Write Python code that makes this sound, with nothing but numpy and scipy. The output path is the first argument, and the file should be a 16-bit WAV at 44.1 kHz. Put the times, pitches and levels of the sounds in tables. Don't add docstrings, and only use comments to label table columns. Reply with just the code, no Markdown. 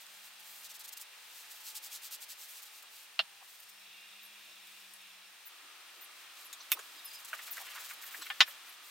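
import sys
import numpy as np
from scipy import signal
from scipy.fft import rfft, irfft
from scipy.io import wavfile
from scipy.ndimage import uniform_filter1d

SR = 44100
rng = np.random.default_rng(int(sys.argv[2]) if len(sys.argv) > 2 else 0)


def ratio_of_db(decibels):
    return 10 ** (np.asarray(decibels, float) / 20)


def unload_audio(sound):
    columns = np.transpose(np.atleast_2d(sound))
    steps = np.round(np.clip(columns, -1, 1) * 32767)
    wavfile.write(sys.argv[1], SR, steps.astype(np.int16))


N = 392490


def colour(x, points, lo_hz=1.5):
    hz, db = np.transpose(points)
    f = np.maximum(np.fft.rfftfreq(x.shape[-1], 1 / SR), lo_hz)
    gain = ratio_of_db(np.interp(np.log(f), np.log(hz), db))
    return irfft(rfft(x) * gain, x.shape[-1])


def band(x, lo_hz, hi_hz):
    sos = signal.butter(2, [lo_hz, min(hi_hz, SR / 2.1)], "band", fs=SR, output="sos")
    return signal.sosfilt(sos, x)


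def unit(x):
    return x / np.sqrt(np.mean(x ** 2))


def curve(rows, column=1):
    table = np.array(rows)
    return np.interp(np.arange(N) / SR, table[:, 0], table[:, column])


def walk(rate_hz):
    hold = int(SR / rate_hz)
    steps = np.repeat(rng.standard_normal(N // hold + 1), hold)
    return uniform_filter1d(uniform_filter1d(steps, hold), hold)[:N]


def gate(start, end, fade):
    t = np.arange(N) / SR
    return np.clip(np.minimum(t - start + fade, end - t + fade) / fade, 0, 1)


def add(out, s, sound, pan_db):
    i = int(s * SR)
    piece = sound[:N - i]
    out[:, i:i + len(piece)] += piece * ratio_of_db(np.array([[pan_db], [-pan_db]]) / 2)


def spread(mid, side, alike):
    return mid + np.sqrt((1 - alike) / (1 + alike)) * side * np.array([[1], [-1]])


def level_out(x, size, fade):
    tone = rfft(x, size)
    even = irfft(tone / np.abs(tone) ** .92)[:len(x)] * fade
    return even * np.std(x) / np.std(even)


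def causal(points, size):
    cepstrum = irfft(np.log(np.abs(rfft(colour(np.eye(1, size)[0], points)))), size)
    cepstrum[1:size // 2] *= 2
    cepstrum[size // 2 + 1:] = 0
    response = irfft(np.exp(rfft(cepstrum)), size)
    return response / np.abs(response).max()


def fibres(rate, scatter_db):
    snaps = (rng.random(N) < rate / SR) * ratio_of_db(scatter_db * rng.exponential(size=N))
    return unit(snaps * rng.standard_normal(N))


BUFFING = [.656, .711, .756, .81, .851, .888, .933, .978]
# middle in seconds, length in seconds, level in dB.
LONG_PULLS = [(1.676, 0.067, -52), (1.769, 0.036, -43), (1.854, 0.051, -46.5), (1.947, 0.058, -47),
              (2.055, 0.058, -46.5), (2.137, 0.046, -43.5), (2.228, 0.036, -47), (2.313, 0.045, -47),
              (2.426, 0.073, -50.5), (2.572, 0.067, -51.5), (2.766, 0.075, -56), (2.976, 0.11, -57)]
# middle in seconds, length in seconds, level in dB.
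POLISHING = [(7.087, 0.021, -55), (7.11, .02, -59), (7.147, 0.028, -53), (7.2, 0.029, -54),
             (7.255, 0.016, -52), (7.291, 0.022, -52), (7.346, .03, -51), (7.385, 0.023, -54),
             (7.433, 0.028, -50), (7.473, 0.028, -50), (7.54, 0.025, -49), (7.572, .025, -51),
             (7.612, 0.026, -53), (7.665, 0.023, -55), (7.712, .03, -53), (7.758, 0.024, -52),
             (7.809, 0.027, -51), (7.854, .028, -50), (7.905, .028, -50), (8.028, .025, -49.5),
             (8.075, .035, -51), (8.132, .035, -53), (8.178, 0.048, -51), (8.265, 0.022, -53)]
# middle in seconds, length in seconds, level in dB.
RAG_SHIFTS = [(0.012, .025, -56), (.258, .057, -56), (0.404, .019, -54), (0.556, 0.2, -51.5),
              (1.016, 0.035, -45.5), (1.392, 0.071, -62), (1.518, 0.021, -49.5), (1.565, 0.062, -56),
              (1.613, 0.024, -54), (2.509, 0.05, -49), (2.632, 0.021, -48), (2.664, 0.018, -57),
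              (2.83, .012, -51), (3.042, 0.048, -58), (3.446, 0.035, -60), (3.498, 0.038, -56),
              (3.545, .05, -58), (3.6, .018, -60), (3.633, .02, -56), (3.699, 0.012, -53),
              (7.94, 0.0094, -63), (8.1, 0.23, -57), (8.222, 0.03, -54), (8.298, 0.028, -58),
              (8.394, 0.094, -61), (8.5, 0.062, -52), (8.675, 0.025, -62), (8.734, 0.03, -59),
              (8.874, 0.078, -56)]


def strokes():
    moves = []
    levels, dullness = np.linspace(-55, -42, len(BUFFING)), np.linspace(3.5, -8, len(BUFFING))
    for s, db, dull_db in zip(BUFFING, levels, dullness):
        length = 0.0076 * max(1 + 0.23 * (-38 - db), .3)
        moves.append((s, length, db, dull_db))
    for rows, dull_db in ((LONG_PULLS, -3), (POLISHING, -8), (RAG_SHIFTS, -10)):
        moves += [(s, length, db, dull_db) for s, length, db in rows]
    return moves


# time in seconds, level in dB.
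CLOTH_DRAG = [(0.0, -57), (0.45, -62.5), (0.84, -77), (1.25, -55), (1.4, -54), (1.71, -59), (2.53, -62),
              (3.15, -65.5), (5.01, -61.5), (5.3, -71), (7.06, -56), (7.8, -52.5), (7.93, -55.5),
              (8.0, -65.5), (8.3, -57), (8.9, -62)]
# pitch in Hz, level in dB per Hz.
CLOTH_COLOUR = [(1200, -30), (2500, -10), (4500, -2.5), (6500, -3), (8000, -1.5), (10200, -5), (13000, 0),
                (15700, -2.5)]


def rag():
    grain = colour(spread(fibres(12000, 0.53), fibres(12000, 2.7), 0.77), CLOTH_COLOUR)
    highpass = signal.butter(1, 8500, "high", fs=SR, output="sos")
    bright = signal.sosfiltfilt(highpass, grain)
    rasp = grain - bright
    scale = np.std(band(grain, 9500, 15500))
    drag = ratio_of_db(curve(CLOTH_DRAG) - 8.5 + 3.9 * walk(18)) * np.ones((2, 1))
    top, low = drag.copy(), drag * ratio_of_db(5.5)
    for s, length, db, dull_db in strokes():
        speed = np.hanning(int(1.4 * length * SR) + 2) ** 0.48
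        add(top, max(s - 0.75 * length, 0), speed * ratio_of_db(db - 4.5), 0)
        add(low, max(s - 0.71 * length, 0), speed * ratio_of_db(db + dull_db + 2), 0)
    return (top * bright + low * rasp) / scale


# time in seconds, level in dB.
BRUSH_LEVEL = [(3.72, -78), (3.864, -56), (4.864, -59.5), (4.89, -83), (5.0, -56.5), (5.294, -65),
               (5.3, -79)]
# pitch in Hz, width in Hz, level in dB.
BRUSH_HISS_BANDS = [
    (2660, 610, 0.27),
    (3500, 630, -0.18),
]


def brush():
    slips = spread(fibres(8000, 1.0), fibres(8000, 1.2), 0.78)
    hiss = 0
    for hz, width, db in BRUSH_HISS_BANDS:
        hiss = hiss + ratio_of_db(db) * unit(band(slips, hz - width / 2, hz + width / 2))
    level = ratio_of_db(curve(BRUSH_LEVEL) - 4.5 + 0.37 * walk(23))
    return gate(BRUSH_LEVEL[0][0], BRUSH_LEVEL[-1][0], .05) * level * hiss


# time in seconds, level in dB.
SLIDE_LEVEL = [(6.75, -72), (7.22, -59), (7.53, -55), (7.74, -50), (7.93, -58.5), (8.15, -52.5),
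               (8.33, -65), (8.46, -57), (8.9, -63)]


def scuff():
    wood = unit(band(spread(fibres(3500, 1.5), fibres(3500, 1.5), .75), 900, 3800))
    level = ratio_of_db(curve(SLIDE_LEVEL) - 3 + 3.4 * walk(25))
    return gate(SLIDE_LEVEL[0][0], SLIDE_LEVEL[-1][0], 0.089) * level * wood


def blow(hit, modes, crack, crack_ms, crack_db, click_db, ring_db, t60_share, rise_cycles):
    out, t = np.zeros((2, 2, N)), np.arange(8192) / SR
    s, peak_db, pan_db = hit
    hz, mode_db, t60 = np.transpose(modes)[:, :, None]
    rise = 1 - np.exp(-t * hz / rise_cycles)
    decay = ratio_of_db(mode_db - 60 * t / (t60 * t60_share))
    phase = rng.random(hz.shape) * rise_cycles
    ring = np.sum(rise * decay * np.sin(2 * np.pi * hz * t + phase), axis=0)
    damping = ratio_of_db(-60 * np.maximum(t - 0.016, 0) / .07)
    ring = band(ring / np.abs(ring).max(), 450, SR / 2) * damping
    contact = ratio_of_db(crack_db) * rng.standard_normal(len(t)) * np.exp(-t * 1000 / crack_ms)
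    contact[0] += ratio_of_db(click_db)
    contact = level_out(contact, 2 * len(t), np.exp(-t * 1000 / (4 * crack_ms)))
    rattle = signal.fftconvolve(contact, causal(crack, size=len(t)))[:len(t)]
    add(out[0], s, ratio_of_db(peak_db - 6 + ring_db) * ring, pan_db)
    add(out[1], s, ratio_of_db(peak_db - 7) * rattle, pan_db)
    return out


# start in seconds, peak in dB, left minus right in dB.
SET_DOWN_HIT = (3.192, -12, -1.6)
# pitch in Hz, level in dB, time to fall 60 dB in seconds.
SET_DOWN_RING = [(650, -19, .09), (1400, -15, .05), (2794, 2, .08), (3730, -14, .05), (4070, -7, .055),
                 (4350, -7, .055)]
# pitch in Hz, level in dB per Hz.
SET_DOWN_COLOUR = [(170, -47), (300, -70), (640, -8.5), (1050, -17.5), (1450, -7), (2200, -15.5),
                   (2900, -0.5), (3600, -9), (4300, -6), (6000, -31), (15700, -41)]


def set_down():
    return blow(SET_DOWN_HIT, SET_DOWN_RING, SET_DOWN_COLOUR, 2.4, -12, -1.5, -3.5, 0.99, .4)


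# start in seconds, peak in dB, left minus right in dB.
CLINK_HIT = (6.718, -8, -2)
JINGLE_HIT = (8.219, -36, 0)
# pitch in Hz, level in dB, time to fall 60 dB in seconds.
FERRULE_RING = [(1841, -14, .07), (2440, -6, .065), (2578, -2, .08), (3621, -3, .075), (7100, -12, .03),
                (10320, -10, .05), (12468, 2, .045), (12555, 1, .045), (12690, -2, .04), (15025, -3, .045),
                (15132, 1, .05)]
NUT_RING = [(4050, -1, .07), (5550, -5, .06), (6300, -6, .06), (7880, 1, .07), (10100, -9, .05)]
# pitch in Hz, level in dB per Hz.
METAL_COLOUR = [(120, -120), (500, -60), (800, -22), (1200, -13.5), (1850, -16), (2000, -8), (2530, -4.5),
                (4070, -12.5), (15700, -17)]


def metal():
    clink = blow(CLINK_HIT, FERRULE_RING, METAL_COLOUR, 1.5, -12.5, 6.3, -0.7, 1.0, .4)
    jingle = blow(JINGLE_HIT, NUT_RING, METAL_COLOUR, 2.0, -30, -20, 2.4, 1.1, 15.5)
    return clink + jingle


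# start in seconds, peak in dB, left minus right in dB.
BANG_HIT = (8.4054, -5.5, 0.56)
# pitch in Hz, level in dB, time to fall 60 dB in seconds.
HANDLE_RING = [(1350, -9, .07), (1490, -8, .07), (1787, -4, .08), (1961, -1, .09), (2172, -5, .08),
               (2421, -6, .08), (2562, -2, .07), (2858, 0, .075), (2980, 0, .075), (3637, -2, .07),
               (3925, 1, .07), (4140, -4, .06), (4800, -6, .04), (5800, -14, .045)]
BENCH_RING = [(640, -4, 0.062), (790, -4, .07), (955, -2, 0.056), (1076, 0, .07), (1223, 1.5, 0.06),
              (3120, 6, .07), (3440, 3, .06), (4360, -1.5, .05)]
# pitch in Hz, level in dB per Hz.
BANG_COLOUR = [(15, -70), (45, -36), (300, -40), (420, -48), (620, -22.5), (1900, -7), (3300, -4),
               (6450, -18), (15700, -62)]


def bang():
    handle = blow(BANG_HIT, HANDLE_RING, BANG_COLOUR, 5.4, -10, -1.5, 1.2, 0.89, 2.93)
    bench = blow(BANG_HIT, BENCH_RING, BANG_COLOUR, 3.0, -30, -30, -9.5, 0.85, 4.2)
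    return handle + bench


def taps(rows, width, t60, body_db):
    out, t = np.zeros((2, N)), np.arange(2600) / SR
    for (s, db, hz, ms), noise in zip(rows, rng.standard_normal((len(rows), len(t)))):
        push = noise * np.exp(-t * 1000 / ms)
        knock = push + .25 * np.sin(2 * np.pi * hz * t) * ratio_of_db(-60 * t / t60)
        ring = band(knock, hz / width, hz * width)
        ring = band(ring, hz / width ** 2, hz * width ** 1.18)
        ring = ring + ratio_of_db(body_db) * band(push, hz / 2.42, hz / width)
        add(out, s, ring / np.abs(ring).max() * ratio_of_db(db), .5)
    return out


# start in seconds, peak in dB, pitch in Hz.
WOOD_TAPS = [(0.397, -59, 3230), (1.44, -50, 1810), (2.839, -57, 1250), (3.422, -56.5, 900),
             (6.602, -53, 1210), (6.746, -53.5, 617), (6.772, -49, 1040), (6.791, -40.5, 1700),
             (7.33, -28.5, 1520), (7.391, -41, 1940), (7.475, -44.5, 1570), (7.548, -51, 2730),
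             (7.577, -42, 1570), (7.617, -58, 2530), (7.667, -46, 1530), (7.761, -43, 1500),
             (7.909, -39.5, 1590), (8.044, -54, 1890), (8.145, -45, 1880), (8.222, -40, 3500),
             (8.266, -38, 2250), (8.301, -28, 1790), (8.477, -40, 1540), (8.509, -46, 3100)]
# start in seconds, peak in dB, pitch in Hz.
DRY_TICKS = [(0.794, -38, 11900), (1.0133, -35, 7660), (5.762, -50, 14500), (6.018, -45, 13500),
             (1.753, -37, 8000), (3.601, -39, 14400), (3.688, -44, 13300), (4.671, -41.5, 12300),
             (4.9366, -37, 10900), (5.018, -49, 8860), (6.529, -32.5, 8300), (6.792, -36.5, 6950),
             (7.248, -34, 11100), (7.9349, -37, 14800), (8.1494, -43, 13500)]
# start in seconds, peak in dB, pitch in Hz, contact in ms.
NUT_SHIVERS = [
    (6.702, -46, 14500, 2.5),
    (6.711, -43, 13500, 2.5),
    (6.604, -47, 5700, 8.0),
    (6.606, -48, 4200, 8.0),
    (8.4056, -34, 13600, 1.5),
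    (6.529, -42, 3700, 2.5),
]


def small_contacts():
    wood = [(s, db, hz, min(1000 * 7.7 / hz, 7.6)) for s, db, hz in WOOD_TAPS]
    dry_ticks = [(s, db, hz, 0.48) for s, db, hz in DRY_TICKS]
    return taps(wood, 1.73, 0.031, -6) + taps(dry_ticks, 1.7, 0.011, -12) + taps(NUT_SHIVERS, 1.12, .012, -25)


# middle in seconds, length in seconds, level in dB, pitch in Hz.
HANDLE_SCRAPES = [(2.841, 0.018, -58, 1190), (3.226, .04, -70, 170), (3.428, 0.027, -60, 890),
                  (4.502, 0.049, -68, 605), (5.658, 0.062, -70.5, 330), (5.999, 0.071, -70, 427),
                  (6.532, 0.011, -54, 2000), (6.607, 0.046, -63, 3500), (6.745, .016, -60, 480),
                  (6.764, 0.015, -63, 400), (6.778, 0.021, -51, 1040), (6.798, 0.024, -57.5, 520),
                  (6.998, 0.22, -75.5, 350), (7.398, 0.021, -52, 2300), (7.581, 0.024, -43.5, 1700),
                  (7.62, 0.04, -53, 890), (7.686, 0.039, -50, 2400), (7.723, 0.042, -54, 2500),
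                  (7.764, .025, -48, 1190), (7.783, 0.017, -44.5, 1500), (7.912, 0.037, -50, 2200),
                  (8.042, 0.021, -49, 1800), (8.151, 0.026, -46, 1790), (8.205, 0.073, -66, 350),
                  (8.226, 0.026, -45.5, 3500), (8.226, .022, -46, 1450), (8.248, .03, -50, 3300),
                  (8.269, 0.019, -45, 2520)]
# middle in seconds, length in seconds, level in dB, pitch in Hz.
THREAD_RASPS = [(8.045, .02, -52, 15000), (8.7, .03, -55, 11700), (8.15, .08, -56, 14000),
                (8.25, .07, -57, 13600), (8.485, .04, -54, 13500), (8.49, .02, -53, 11800),
                (7.905, .02, -58, 14500), (8.2, .015, -55, 10400)]


def scrapes():
    out = np.zeros((2, N))
    for rows, width in ((HANDLE_SCRAPES, 1.25), (THREAD_RASPS, 1.05)):
        for (s, length, db, hz), chance in zip(rows, rng.standard_normal((len(rows), 2, 12000))):
            uneven = chance[0] * ratio_of_db(4.6 * chance[1])
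            slips = unit(band(uneven, hz / width, hz * width))
            swell = np.hanning(min(int(1.4 * length * SR), len(slips)))
            add(out, s - 0.81 * length, ratio_of_db(db) * swell * slips[-len(swell):], .6)
    return out


def room(x):
    t60_s = 0.072
    t = np.arange(6000) / SR
    fade = ratio_of_db(-60 * np.maximum(t - .003, 0) / t60_s) * (t > .0007)
    noise = rng.standard_normal((2, len(t))) * fade
    mid, side = band(noise, 450, SR / 2) / np.sqrt(np.sum(fade ** 2))
    mid[int(.0007 * SR)] += ratio_of_db(-3)
    mid[0] += 1
    mid = level_out(mid, 4 * len(t), ratio_of_db(-60 * np.maximum(t - .022, 0) / t60_s))
    both = spread(mid, side, .55)
    lag = int(.0074 * SR)
    both[:, lag:] += ratio_of_db(-9) * both[:, :-lag]
    return signal.oaconvolve(x, both, axes=1)[:, :N]


# start in seconds, level in dB, first and last pitch in Hz, length in seconds.
BIRD_CHIPS = [
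    (4.221, -57, 15500, 10040, 0.04),
    (5.453, -51.5, 15700, 11900, 0.023),
    (6.01, -51, 15300, 10900, 0.035),
    (6.442, -55, 14600, 9600, 0.027),
    (7.042, -48, 15500, 9700, 0.018),
    (7.505, -44.5, 15300, 10800, 0.025),
    (8.036, -53, 15400, 10800, 0.044),
]


def chips():
    out, t = np.zeros((2, N)), np.arange(200) / SR
    for (s, db, from_hz, to_hz, length), chance in zip(BIRD_CHIPS, rng.standard_normal((len(BIRD_CHIPS), 30, 2))):
        for step, (off, size) in zip(np.linspace(0, 1, len(chance)), chance):
            hz = from_hz + (to_hz - from_hz) * step + 750 * off
            note = np.hanning(len(t)) * np.sin(2 * np.pi * hz * t + 9 * off)
            add(out, s + length * step, ratio_of_db(db - 3 + 3.9 * size - 4.2 * step) * note, 1.5)
    return out


# time in seconds, pitch in Hz, level in dB.
HIGH_WHISTLES = [
    [(6.88, 4900, -70), (6.912, 4960, -63), (6.93, 4920, -72)],
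    [(6.95, 5220, -71), (6.992, 4867, -54), (7.0, 4870, -65)],
    [(7.043, 4961, -58), (7.066, 5200, -53), (7.082, 5050, -52), (7.097, 4680, -54)],
    [(7.103, 4780, -41), (7.13, 4880, -61), (7.155, 5070, -49), (7.183, 4860, -55), (7.195, 4650, -56)],
]
# time in seconds, pitch in Hz, level in dB.
LOWER_WHISTLE = [(6.985, 3700, -67), (6.999, 3800, -51), (7.018, 3478, -64.5)]


def whistles():
    out = np.zeros((2, N))
    for rows in list(HIGH_WHISTLES) + [LOWER_WHISTLE]:
        a, b = int(rows[0][0] * SR), int(rows[-1][0] * SR)
        level = ratio_of_db(curve(rows, column=2)[a:b] + 1.5)
        tone = level * np.sin(2 * np.pi * np.cumsum(curve(rows)[a:b]) / SR)
        add(out, rows[0][0], tone * signal.windows.tukey(b - a, .3), 0)
    return out


# start in seconds, end in seconds, pitch in Hz, drift in Hz, level in dB.
MOTOR_TONES = [
    (0, .72, 195, 6, -89),
    (3.72, 5.28, 195, 4, -85),
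    (0, 2.25, 865, 3, -78),
    (2.3, 3.1, 865, 5, -82),
    (3.75, 5.3, 335, 4, -90),
    (0, 8.9, 8846, 4, -80),
]


def tones():
    out = 0
    for start, end, hz, drift, db in MOTOR_TONES:
        level = gate(start, end, 0.083) * ratio_of_db(db + 4.5 + 3.5 * walk(8.1))
        out = out + level * np.sin(2 * np.pi * np.cumsum(hz + drift * walk(4.6)) / SR)
    return out


# pitch in Hz, level in dB per Hz.
AIR_COLOUR = [(25, -34), (60, -30), (120, -25), (250, -18), (500, -11), (800, -5), (1300, -2.5),
              (2000, -1.5), (3200, -.6), (5000, -6), (6500, -10), (10000, -14), (13000, -14), (15700, -15)]
# time in seconds, level in dB.
AIR_SLOW_LEVEL = [(0.0, -64), (2.08, -63.5), (3.49, -66.5), (5.43, -65.5), (5.65, -63), (8.33, -61),
                  (8.48, -61), (8.9, -64)]
# pitch in Hz, likeness from 0 to 1.
AIR_LIKENESS = [(60, 0.26), (150, 0.56), (600, 0.77), (1500, 0.63), (3000, 0.57), (7000, 0.052),
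                (15000, 0.16)]
# start in seconds, end in seconds, pitch in Hz, width in Hz, level in dB.
FAN_AND_LAMP = [(3.22, 3.42, 802, 16, -74), (0, 8.9, 8750, 450, -72), (3.6, 5.3, 5394, 50, -73),
                (3.7, 6.5, 12032, 200, -78), (5.5, 8.9, 335, 60, -84), (5.5, 8.9, 1250, 300, -68),
                (0, 8.9, 2550, 250, -71), (3.2, 5.2, 150, 90, -93)]


def air():
    out, slow_db = 0, curve(AIR_SLOW_LEVEL)
    noise = colour(rng.standard_normal((2, N)), AIR_COLOUR)
    scale = np.std(band(noise, 700, 1800))
    octave = np.log2(np.fft.rfftfreq(N, 1 / SR) + 1)
    spectrum = rfft(noise)
    alike_hz, alike_share = np.transpose(AIR_LIKENESS)
    for centre in np.arange(4, 15):
        mid, side = irfft(spectrum * np.clip(1 - np.abs(octave - centre), 0, 1), N)
        alike = np.interp(centre, np.log2(alike_hz), alike_share)
        follow = 1 / (1 + (2 ** centre / 7500) ** 2)
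        db = follow * slow_db + (1 - follow) * np.mean(slow_db) + 0.099 * walk(29)
        out = out + ratio_of_db(db) / scale * spread(mid, side, alike) * ratio_of_db(np.array([[.5], [-.5]]))
    for start, end, hz, width, db in FAN_AND_LAMP:
        hum = unit(band(rng.standard_normal(N), hz - width / 2, hz + width / 2))
        out = out + gate(start, end, 0.054) * ratio_of_db(db) * hum
    return out


# pitch in Hz, width in Hz, gain in dB.
HOLLOWS = [(1255, 41, 2.5), (1700, 52, 3), (1890, 45, 3), (2400, 50, 3), (2537, 23, -1.5), (2768, 37, 6.5),
           (3320, 31, 4.5), (3650, 66, 2.5), (3960, 62, 3.5), (4130, 40, 2)]


def cavities(x):
    f = np.fft.rfftfreq(N, 1 / SR)
    lift_db = sum(db / (1 + (2 * (f - hz) / width) ** 2) for hz, width, db in HOLLOWS)
    return irfft(rfft(x) * ratio_of_db(lift_db), N)


def scene():
    ring, crack = set_down() + metal() + bang()
    sharp = small_contacts() + crack + 0.34 * ring + chips()
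    steady = rag() + scuff() + brush() + air()
    return room(sharp) + ring + cavities(steady) + whistles() + tones() + scrapes()


def roll_off(x):
    return signal.sosfilt(signal.butter(12, 16850, fs=SR, output="sos"), x)


def record(dry):
    rounded = .8 * np.tanh(dry / .8)
    top_cut = signal.ellip(8, .3, 45, 15850, fs=SR, output="sos")
    mix = signal.sosfilt(top_cut, rounded)
    return roll_off(mix)


dry = scene()
out = record(dry)
unload_audio(out)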